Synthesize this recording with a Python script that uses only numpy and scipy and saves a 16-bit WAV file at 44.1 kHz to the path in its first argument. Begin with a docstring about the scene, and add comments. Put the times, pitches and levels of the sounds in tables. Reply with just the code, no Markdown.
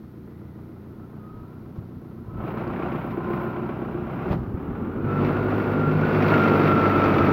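"""A diesel tractor idles in an open field, then lifts a wrapped bale with its oil-powered crane. The engine
clatters harder as the oil pump takes the load, then revs up and comes nearer, gears whining. Faint whines glide
now and then, the crane's arm clunks once and rumbles on, and there are hard clacks, dull thumps, a scuff, tiny
ticks and light wind. One loudness curve, the engine's clatter, leads the exhaust, the rattle, the whine and the
hiss, each by its own amount."""
import sys
import numpy as np
from scipy import signal
from scipy.fft import rfft, irfft, next_fast_len
from scipy.io import wavfile

SR = 44100
rng = np.random.default_rng(int(sys.argv[2]) if len(sys.argv) > 2 else 0)


def wav_out(sig):
    """Save sig, one row per channel (or a flat mono array), as 16-bit PCM at SR to the path in sys.argv[1]."""
    wavfile.write(sys.argv[1], SR, np.round(np.clip(np.atleast_2d(sig).T, -1, 1) * 32767).astype(np.int16))


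N = 322812

# how hard each of the four cylinders fires: level_db
CYLINDER_DB = [1.8, 1.6, 1.7, 0.24]


def from_db(db):
    """Turn decibels into a number to multiply by."""
    return 10 ** (np.asarray(db) / 20)


def rms_one(x):
    """Scale a sound so that its average strength (rms) is one."""
    return x / np.sqrt(np.mean(x ** 2) + 1e-20)


def since(start_s):
    """Seconds since a moment, for every sample; negative before it."""
    return np.arange(N) / SR - start_s


def curve(points):
    """Join (time_s, value) points with straight lines, one value per sample."""
    return np.interp(since(0), *np.transpose(points))


def drift(rate_hz):
    """A smooth random wobble of about plus or minus one; a higher rate wobbles faster."""
    step, warm_up = 40, 2000
    pole = np.exp(-2 * np.pi * step * rate_hz / SR)
    draws = rng.standard_normal(N // step + warm_up + 2)
    slow = signal.lfilter([1], [1, -2 * pole, pole * pole], draws)[warm_up:]
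    return np.interp(np.arange(N) / step, np.arange(len(slow)), rms_one(slow))


def colour(x, spectrum):
    """Filter a sound by (pitch_hz, level_db) points and scale it to strength one."""
    size = 2 * next_fast_len(N // 2 + SR // 10)
    hz, db = np.transpose(spectrum)
    log_hz = np.log(np.maximum(np.arange(size // 2 + 1) * SR / size, 1))
    beyond_ends = np.abs(log_hz - np.clip(log_hz, np.log(hz[0]), np.log(hz[-1])))
    shape_db = np.interp(log_hz, np.log(hz), db) - 40 * np.minimum(beyond_ends, 2)
    # a minimum-phase filter: it rings after a hit, never before
    cepstrum = irfft(np.log(from_db(shape_db)))
    response = np.exp(rfft(2 * cepstrum[:size // 2], size))
    return rms_one(irfft(rfft(x, size) * response)[:N])


def noise(spectrum):
    """Steady noise with the given tone colour."""
    return colour(rng.standard_normal(N), spectrum)


def grainy_noise(spectrum, grain_db, rate_hz):
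    """Noise whose level flickers quickly, so it sounds rough."""
    return colour(rng.standard_normal(N) * from_db(grain_db * drift(rate_hz)), spectrum)


def resonate(x, hz, width_hz):
    """Make a sound ring around one pitch, at strength one."""
    pole = np.exp(-np.pi * width_hz / SR)
    feedback = [1, -2 * pole * np.cos(2 * np.pi * hz / SR), pole * pole]
    return rms_one(signal.lfilter([1, 0, -1], feedback, x))


def narrow_band(x, hz, width_hz):
    """Ring twice, leaving little but the sound near one pitch."""
    return resonate(resonate(x, hz, width_hz), hz, width_hz)


def swells(rows, attack_s, release_s):
    """Loudness of (start_s, end_s, level_db) events that rise, hold, and fade after their end."""
    power = 0
    for start_s, end_s, db in rows:
        rise = np.clip(since(start_s) / attack_s, 0, 1)
        fade = np.clip(1 - since(end_s) / release_s, 0, 1)
        power = power + (from_db(db) * rise * fade) ** 2
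    return np.sqrt(power)


def strike(age_s, level_db, rise_s, fade_s):
    """Loudness of one hit: a quick rise, and a fall of 60 dB every fade_s."""
    age_s = np.clip(age_s, 0, 1)
    return from_db(level_db - 60 * age_s / fade_s) * (1 - np.exp(-age_s / rise_s))


def bursts(firings, decay, floor, uneven_db, repeat_share):
    """A noise burst at each firing, over a steady floor; part of it repeats every engine cycle."""
    index, cylinders = firings.astype(int), len(CYLINDER_DB)
    scatter_db = uneven_db * rng.standard_normal(index[-1] + 1)[index]
    strength = from_db(np.array(CYLINDER_DB)[index % cylinders] + scatter_db)
    pattern = rng.standard_normal(SR // 10)
    repeating = pattern[(firings / cylinders % 1 * len(pattern)).astype(int)]
    grain = np.sqrt(repeat_share) * repeating + np.sqrt(1 - repeat_share) * rng.standard_normal(N)
    age, rise = firings % 1, 0.066  # like decay, shares of the gap between firings
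    return grain * (floor + strength * np.exp(-age / decay) * (1 - np.exp(-age / rise)))


def nearness():
    """How close the tractor is: 0 from afar, 1 right beside the listener."""
    return np.clip(since(5.97) / 0.38, 0, 1)


def follow_clatter(revs, base_db, slope, revved_db):
    """Loudness that moves slope dB for each dB of clatter and gains revved_db at full revs."""
    # the clatter grows with the engine's effort and nearness: time_s, level_db
    clatter = [(0.0, -59), (1.25, -54.5), (2.15, -56), (2.31, -53), (2.39, -43), (2.49, -35.5), (2.54, -39),
               (2.6, -35), (2.67, -38.5), (2.8, -34.5), (2.96, -35.5), (3.2, -39), (3.34, -35),
               (3.5, -37.5), (4.05, -39.5), (4.29, -35), (4.38, -45), (4.52, -45.5), (4.65, -41),
               (5.02, -41), (5.08, -35.5), (5.26, -30.5), (5.36, -32.5), (5.92, -32), (6.33, -25.5),
               (6.55, -26.5), (7.32, -26)]
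    usual_db = -40
    return from_db(base_db + slope * (curve(clatter) - usual_db) + revved_db * revs)


def open_air():
    """The faint, steady noise of the open field."""
    # its tone colour: pitch_hz, level_db
    spectrum = [(60, 5), (450, 2), (700, -7), (950, -11), (1300, 0.5), (1650, -2.5), (2000, -2),
                (2700, -12), (4000, -11.5), (5500, -17), (8000, -26.5), (12000, -16.5)]
    return from_db(-64) * noise(spectrum)


def breeze():
    """Light gusts of wind make a low, uneven rumble."""
    # gusts: start_s, end_s, level_db
    gusts = [(2.15, 2.42, -40.5), (3.85, 4.05, -44), (4.24, 4.45, -37), (4.6, 5.0, -42), (4.95, 6.25, -43),
             (6.76, 7.32, -40.5)]
    calm_db, wobble_db = -54, 5.0
    strength = from_db(calm_db) + swells(gusts, attack_s=0.15, release_s=0.14)
    rumble = noise([(25, -19), (45, 1), (70, 4), (110, 3.5), (200, -10.0)])
    return strength * from_db(wobble_db * drift(6.4)) * rumble


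def hiss(revs):
    """A thin, high hiss grows with the engine and swells now and then."""
    # swells: start_s, end_s, level_db
    surges = [(2.36, 2.6, -69), (2.86, 3.15, -68), (3.26, 3.46, -65), (5.42, 5.7, -66.5), (6.2, 6.68, -62)]
    # the hiss's tone colour: pitch_hz, level_db
    spectrum = [(8000, -32), (10000, -10.5), (11500, -1), (13500, 2), (16000, 2)]
    steady = from_db(-74.5)
    driven = follow_clatter(revs, base_db=-75.5, slope=1, revved_db=1.5)
    swelling = swells(surges, attack_s=0.072, release_s=0.07)
    strength = np.sqrt(steady ** 2 + driven ** 2 + swelling ** 2)
    return strength * grainy_noise(spectrum, grain_db=1.8, rate_hz=120)


def whirr(start_s, end_s, level_db):
    """A faint, high whirr comes and goes once."""
    strength = swells([(start_s, end_s, level_db)], attack_s=0.1, release_s=0.1)
    return strength * narrow_band(rng.standard_normal(N), hz=1970, width_hz=230)


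def ticks(fade_s):
    """Tiny, bright ticks of noise start at once and die fast."""
    # ticks: start_s, level_db, pitch_hz
    hits = [(2.574, -60, 4200), (2.677, -59, 4200), (3.436, -56, 13500), (6.574, -56, 13500)]
    out = 0
    for start_s, db, hz in hits:
        age_s = since(start_s)
        grain = narrow_band(rng.standard_normal(N), hz, width_hz=hz / 3.7)
        out = out + (age_s > 0) * from_db(db - 60 * np.clip(age_s, 0, 1) / fade_s) * grain
    return out


def scuff(start_s, end_s, level_db):
    """A short, dry, grainy scuff leads into the first thump."""
    # its tone colour: pitch_hz, level_db
    spectrum = [(250, 2), (550, 0), (1000, -5), (2000, -21), (3500, -23), (5500, -32), (7000, -36),
                (9000, -46)]
    strength = swells([(start_s, end_s, level_db)], attack_s=0.008, release_s=0.023)
    return strength * grainy_noise(spectrum, grain_db=2, rate_hz=250)


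def pins():
    """The crane's loose pins knock in their sleeves without ringing on."""
    # knocks: start_s, level_db
    hits = [(1.761, -43), (2.701, -31), (3.941, -41), (5.598, -27)]
    # a knock's tone colour: pitch_hz, level_db
    spectrum = [(200, 3.5), (400, 20), (800, -5), (1400, 3), (2500, -20), (4500, -35), (6000, -41),
                (9000, -58)]
    strength = sum(strike(since(start_s), db, rise_s=0.00094, fade_s=0.033) for start_s, db in hits)
    return strength * noise(spectrum)


def thumps(boost_db):
    """Soft, dull blows, each a low tone that dies almost at once."""
    # blows: start_s, level_db (before the boost), pitch_hz, fade_s
    hits = [(1.784, -15.5, 114, 0.042), (2.282, -23, 107, 0.065), (4.308, -11, 132, 0.057),
            (4.358, -19.5, 170, 0.076), (4.402, -23, 124, 0.063), (4.483, -21, 105, 0.047),
            (4.541, -14, 90, 0.046), (4.819, -18.5, 208, 0.051), (5.044, -14, 111, 0.051)]
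    out = 0
    for start_s, db, hz, fade_s in hits:
        age_s = since(start_s)
        strength = strike(age_s, db + boost_db, rise_s=0.0066, fade_s=fade_s)
        out = out + strength * np.sin(2 * np.pi * hz * age_s)
    return out


def crane_clunk(peak_s):
    """Slack joints take up the load in a cluster of small impacts, and the crane's arm rumbles on."""
    # the clunk's tone colour: pitch_hz, level_db
    clunk_spectrum = [(50, 2), (100, 7), (300, 3), (600, -3.5), (1300, -14), (2500, -25), (4500, -38.5),
                      (6500, -51.5), (8500, -61), (14000, -45.5)]
    # the rumble's tone colour: pitch_hz, level_db
    rumble_spectrum = [(50, -9.5), (130, 7.5), (280, 3), (500, -20), (1200, -16), (2500, -43), (5000, -48)]
    age_s = since(peak_s)
    rise, clunk_fall, rumble_fall = 304, 400, 69  # dB per second
    clunk_db = -21 - np.maximum(-age_s * rise, age_s * clunk_fall)
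    rumble_db = -28 - np.maximum(-age_s * rise, age_s * rumble_fall)
    clunk = from_db(clunk_db) * grainy_noise(clunk_spectrum, grain_db=2.0, rate_hz=200)
    return clunk + from_db(rumble_db) * noise(rumble_spectrum)


def gliding_whines(wobble_db):
    """Thin whines sing in unsteady glides that swell and fade."""
    # squeals: start_s, length_s, pitch_hz, rise_hz, mid_glide_bend_hz, level_db
    squeals = [(0.904, 0.11, 1330, 70, -3, -63), (0.967, 0.13, 1270, 99, 6, -56),
               (1.14, 0.36, 1235, 52.5, -5, -52.5), (1.38, 0.27, 1303, 95, 6, -58.5),
               (1.296, 0.31, 940, 73, 0.5, -58), (2.142, 0.55, 1005, 23, 0.5, -54),
               (2.25, 0.36, 1260, 99.5, 5.5, -49.5), (3.078, 0.61, 1422, -57.5, 33.5, -44),
               (3.062, 0.603, 1000, -2.5, 37.5, -38.5), (3.36, 0.27, 1323, -22, 1.5, -46),
               (4.549, 0.46, 1278, 173, -1.5, -49), (4.765, 0.25, 1156, 70, -1, -48),
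               (5.237, 0.28, 1353, 65.5, 1.5, -38), (5.878, 0.37, 1434, 77, -0.5, -35.5)]
    out = 0
    for start_s, length_s, hz, rise_hz, bend_hz, db in squeals:
        progress = np.clip(since(start_s) / length_s, 0, 1)
        opening = np.sin(np.pi * progress)
        pitch_hz = hz + rise_hz * progress + bend_hz * opening
        phase = 2 * np.pi * np.cumsum(pitch_hz) / SR + 0.59 * drift(35)
        out = out + opening * from_db(db + wobble_db * drift(22)) * np.sin(phase)
    return out


def oil_pump(firings, hum_hz):
    """The engine drives a pump whose pressure ripple sets the oil lines humming."""
    # spells under pressure: start_s, end_s, level_db
    strokes = [(2.35, 4.35, -42.5), (3.14, 3.6, -34.5), (4.1, 4.32, -34)]
    ripple = bursts(firings, decay=0.33, floor=0.34, uneven_db=-3.5, repeat_share=0.092)
    hum = narrow_band(ripple, hum_hz, width_hz=68)
    throb_db = 4.5 + 0.5 * np.cos(np.pi * firings)  # peaks on every second firing
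    tone = from_db(throb_db) * np.sin(2 * np.pi * hum_hz * since(0) + 0.77 * drift(12))
    return swells(strokes, attack_s=0.15, release_s=0.095) * rms_one(hum + tone)


def gears(firings, revs):
    """Gear teeth whine in step with the engine and their case rings; one tone flares up at times."""
    # gear tones: multiple_of_firing_rate, far_db, near_db
    gear_tones = [(13.43, -7.5, -7), (14.36, -11, -9), (16.8, -12.5, -16), (18.33, -22, -7),
                  (19.6, -15, -27), (22.15, -14, -15), (25.27, -19.5, -4), (26.44, -20, -4.5),
                  (27.2, -5.5, -4.5), (27.97, -11, -14), (33.1, -19, -13), (52.4, -20, -15)]
    # flares: start_s, end_s, level_db
    flares = [(5.06, 5.19, -36), (5.72, 5.9, -33), (6.31, 6.355, -24), (6.385, 6.44, -24.5),
              (6.44, 6.66, -32.5), (6.66, 6.74, -23.5), (6.755, 6.86, -23.5), (6.88, 6.95, -29),
              (6.94, 7.04, -24.5), (7.18, 7.215, -25.5), (7.255, 7.32, -26.5)]
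    near, tones, flare_multiple = nearness(), 0, 27.2
    for multiple, far_db, near_db in gear_tones:
        level_db = far_db + near * (near_db - far_db) + 2.5 * drift(39)
        tones = tones + from_db(level_db) * np.sin(2 * np.pi * multiple * firings + 0.61 * drift(21))
    case = resonate(noise([(900, -12.5), (1400, 1.0), (1900, -16)]), hz=1460, width_hz=95)
    whine = tones + from_db(-7.5) * case
    flare = from_db(1.5 * drift(24)) * np.sin(2 * np.pi * flare_multiple * firings + 0.3 * drift(20))
    return (follow_clatter(revs, base_db=-62.5, slope=0.8, revved_db=21.3) * whine
            + swells(flares, attack_s=0.025, release_s=0.029) * flare)


def diesel_clacks():
    """Now and then the engine cracks out a harder clack, short and metallic."""
    # clacks: start_s, level_db
    hits = [(2.476, -46), (2.573, -54), (2.733, -40), (2.76, -39), (2.824, -41), (2.956, -36), (3.333, -36),
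            (3.562, -44), (6.317, -30), (6.337, -24), (6.457, -34), (6.675, -28), (6.714, -26),
            (7.056, -29)]
    # a clack's tone colour: pitch_hz, level_db
    spectrum = [(800, -20), (1500, 10), (2300, 7), (3200, -4), (4200, -19), (5500, -32), (8000, -52)]
    strength = sum(strike(since(start_s), db, rise_s=0.00099, fade_s=0.054) for start_s, db in hits)
    return strength * noise(spectrum)


def hollow_knock(firings, firing_hz, revs, delay_s):
    """One cylinder knocks hollowly once per engine cycle, hardest when working hard at low speed."""
    # the knock's ringing tones: pitch_hz, level_db
    tones = [(335, 2), (450, -8)]
    age_s = np.maximum(firings % len(CYLINDER_DB) / firing_hz - delay_s, 0)
    ring = sum(from_db(db) * np.sin(2 * np.pi * hz * age_s + 0.73 * drift(10)) for hz, db in tones)
    strength = strike(age_s, level_db=2 * drift(7.3), rise_s=0.0032, fade_s=0.055)
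    return follow_clatter(revs, base_db=-22.5, slope=0.76, revved_db=-8.5) * strength * ring


def injectors(firings, revs):
    """The fuel injectors rattle at each firing; their needles snap more sharply at speed."""
    # the rattle's tone colour: pitch_hz, level_db
    rattle_spectrum = [(1300, -15), (1800, 3), (2200, 5), (2700, -1), (3100, -11), (4000, -12), (5000, -16),
                       (6300, -29.5), (8000, -60.5)]
    # the needles' sharp treble: pitch_hz, level_db
    needle_spectrum = [(2700, -10.5), (3700, 5.5), (4500, 9), (5500, 0.5), (6500, -10.5), (8000, -36.5),
                       (10000, -33.5)]
    snaps = bursts(firings, decay=0.59, floor=1.0, uneven_db=4.2, repeat_share=0.45)
    needles = from_db(-23 + 11.5 * revs) * colour(snaps, needle_spectrum)
    rattle = colour(snaps, rattle_spectrum) + needles
    return follow_clatter(revs, base_db=-57.5, slope=1.577, revved_db=0.3) * rattle


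def engine_block(firings, revs):
    """Each firing knocks on the engine's metal body and sets its covers ringing."""
    # the body's tone colour: pitch_hz, level_db
    spectrum = [(330, -23.5), (520, 3), (670, 0), (850, -1.5), (1000, -3), (1350, -3), (1600, -10.5),
                (2000, -21), (3000, -24.5)]
    # ringing covers: pitch_hz, width_hz, level_db
    covers = [(442, 11, -28.5), (642, 23, -29.5), (795, 26, -20.5), (1000, 8.5, -36), (1394, 40, -45),
              (2270, 18, -43.5), (2730, 21, -29)]
    knocks = bursts(firings, decay=0.4, floor=1.0, uneven_db=3.2, repeat_share=0.83)
    ringing = sum(from_db(db) * resonate(knocks, hz, width_hz) for hz, width_hz, db in covers)
    body = colour(knocks, spectrum) + ringing
    return follow_clatter(revs, base_db=-40.5, slope=1.05, revved_db=0.74) * body


def exhaust_puffs(firings, revs):
    """Each firing sends a puff out of the exhaust pipe."""
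    # the pipe's tone colour: pitch_hz, level_db
    spectrum = [(25, -35.5), (45, -24.5), (75, -11), (110, -2), (170, -0.5), (250, 2.2), (300, -1.5),
                (380, -1.44), (460, -5.5), (600, -20.5), (900, -42)]
    puffs = bursts(firings, decay=0.31, floor=0.83, uneven_db=0.55, repeat_share=0.48)
    return follow_clatter(revs, base_db=-35.5, slope=0.61, revved_db=4.3) * colour(puffs, spectrum)


def exhaust_drone(firings, revs):
    """The exhaust drones in low tones whose balance shifts with load, speed and nearness."""
    # tones: multiple_of_firing_rate, idle_db, lifting_db, fast_db, near_db
    tones = [(1, -13, -24, -13.5, -20), (2, -19, -8, -1, 0), (2.75, -7, -10, -19.5, -19),
             (3, 4, -6, -1.5, 0), (4, 0, 0.5, -3, 1.5), (5, 1.5, -0.5, -5, -7), (6, -5, -0.5, -7, -0.5),
             (6.75, -7, -15, -24, -10.5), (7, -2, -6, -7, -4.5), (7.17, -7, 1, -1, -1.5),
             (8, 3, -17, -7.5, -11), (8.45, -15, -20, -12, -5), (9, -14, -31, -14, -3),
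             (9.45, -22, -20, -8.5, -8.5), (10, -7.5, -9.5, -11, -10), (11, -8, -0.5, -20, -30),
             (13, -12, -19.5, -19, -19)]
    # how hard the crane works: time_s, load (0 to 1)
    crane_load = [(2.2, 0.36), (2.55, 1), (4.3, 0.85), (4.6, 1)]
    # level added to the main hum: time_s, extra_db
    hum_boost = [(4.95, -2), (5.15, 8), (5.3, 6.5), (5.48, -8), (5.68, -5), (5.82, 8), (6.3, 3), (6.58, -2),
                 (6.68, 7.5), (6.85, -9.5), (7.2, 1)]
    load, near, hum_multiple = curve(crane_load), nearness(), 3
    wobble_db, wobble_radians = 2.0 - 0.54 * near, 0.15 + 0.043 * near
    drone = 0
    for multiple, idle_db, lifting_db, fast_db, near_db in tones:
        low_revs_db = idle_db + load * (lifting_db - idle_db)
        high_revs_db = fast_db + near * (near_db - fast_db)
        level_db = (1 - revs) * low_revs_db + revs * high_revs_db + wobble_db * drift(9.0)
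        if multiple == hum_multiple:
            level_db = level_db + curve(hum_boost)
        phase = 2 * np.pi * (multiple * firings + rng.random())
        phase = phase + wobble_radians * np.sqrt(multiple) * drift(7.7)
        drone = drone + from_db(level_db) * np.sin(phase)
    return follow_clatter(revs, base_db=-39, slope=0.42, revved_db=6.6) * drone


def scene():
    """The tractor, its crane and the open field, mixed into one channel."""
    # engine speed: time_s, firings_per_s
    speed = [(0.0, 30.2), (0.25, 28.55), (1.8, 30.9), (2.3, 31.0), (2.5, 29.3), (2.75, 32.9), (3.1, 30.75),
             (3.5, 30.8), (4.4, 33.3), (5.08, 48.6), (5.55, 52.2), (5.85, 50.4), (6.22, 52.2), (6.75, 49.6),
             (7.32, 48.5)]
    firing_hz, idle_hz, working_hz = curve(speed), 30.4, 49
    firings = np.cumsum(firing_hz) / SR  # how many times a cylinder has fired so far
    revs = np.clip((firing_hz - idle_hz) / (working_hz - idle_hz), 0, 1)  # 0 idling, 1 full revs
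    engine = exhaust_puffs(firings, revs) + engine_block(firings, revs) + injectors(firings, revs)
    engine += exhaust_drone(firings, revs) + hollow_knock(firings, firing_hz, revs, delay_s=0.00392)
    engine += diesel_clacks() + gears(firings, revs)
    crane = oil_pump(firings, hum_hz=351.5) + gliding_whines(wobble_db=3.5)
    crane += whirr(start_s=0.18, end_s=0.7, level_db=-73)
    knocks = thumps(boost_db=7.0) + crane_clunk(peak_s=4.326) + pins() + ticks(fade_s=0.026)
    background = breeze() + scuff(start_s=1.752, end_s=1.792, level_db=-54.5) + open_air() + hiss(revs)
    return (engine + crane + knocks + background)[None]


def record(dry):
    """Cut off the very highest treble steeply."""
    cutoff_hz = 15900
    return signal.sosfilt(signal.ellip(10, .1, 80, cutoff_hz, fs=SR, output="sos"), dry)


dry = scene()
out = record(dry)
wav_out(out)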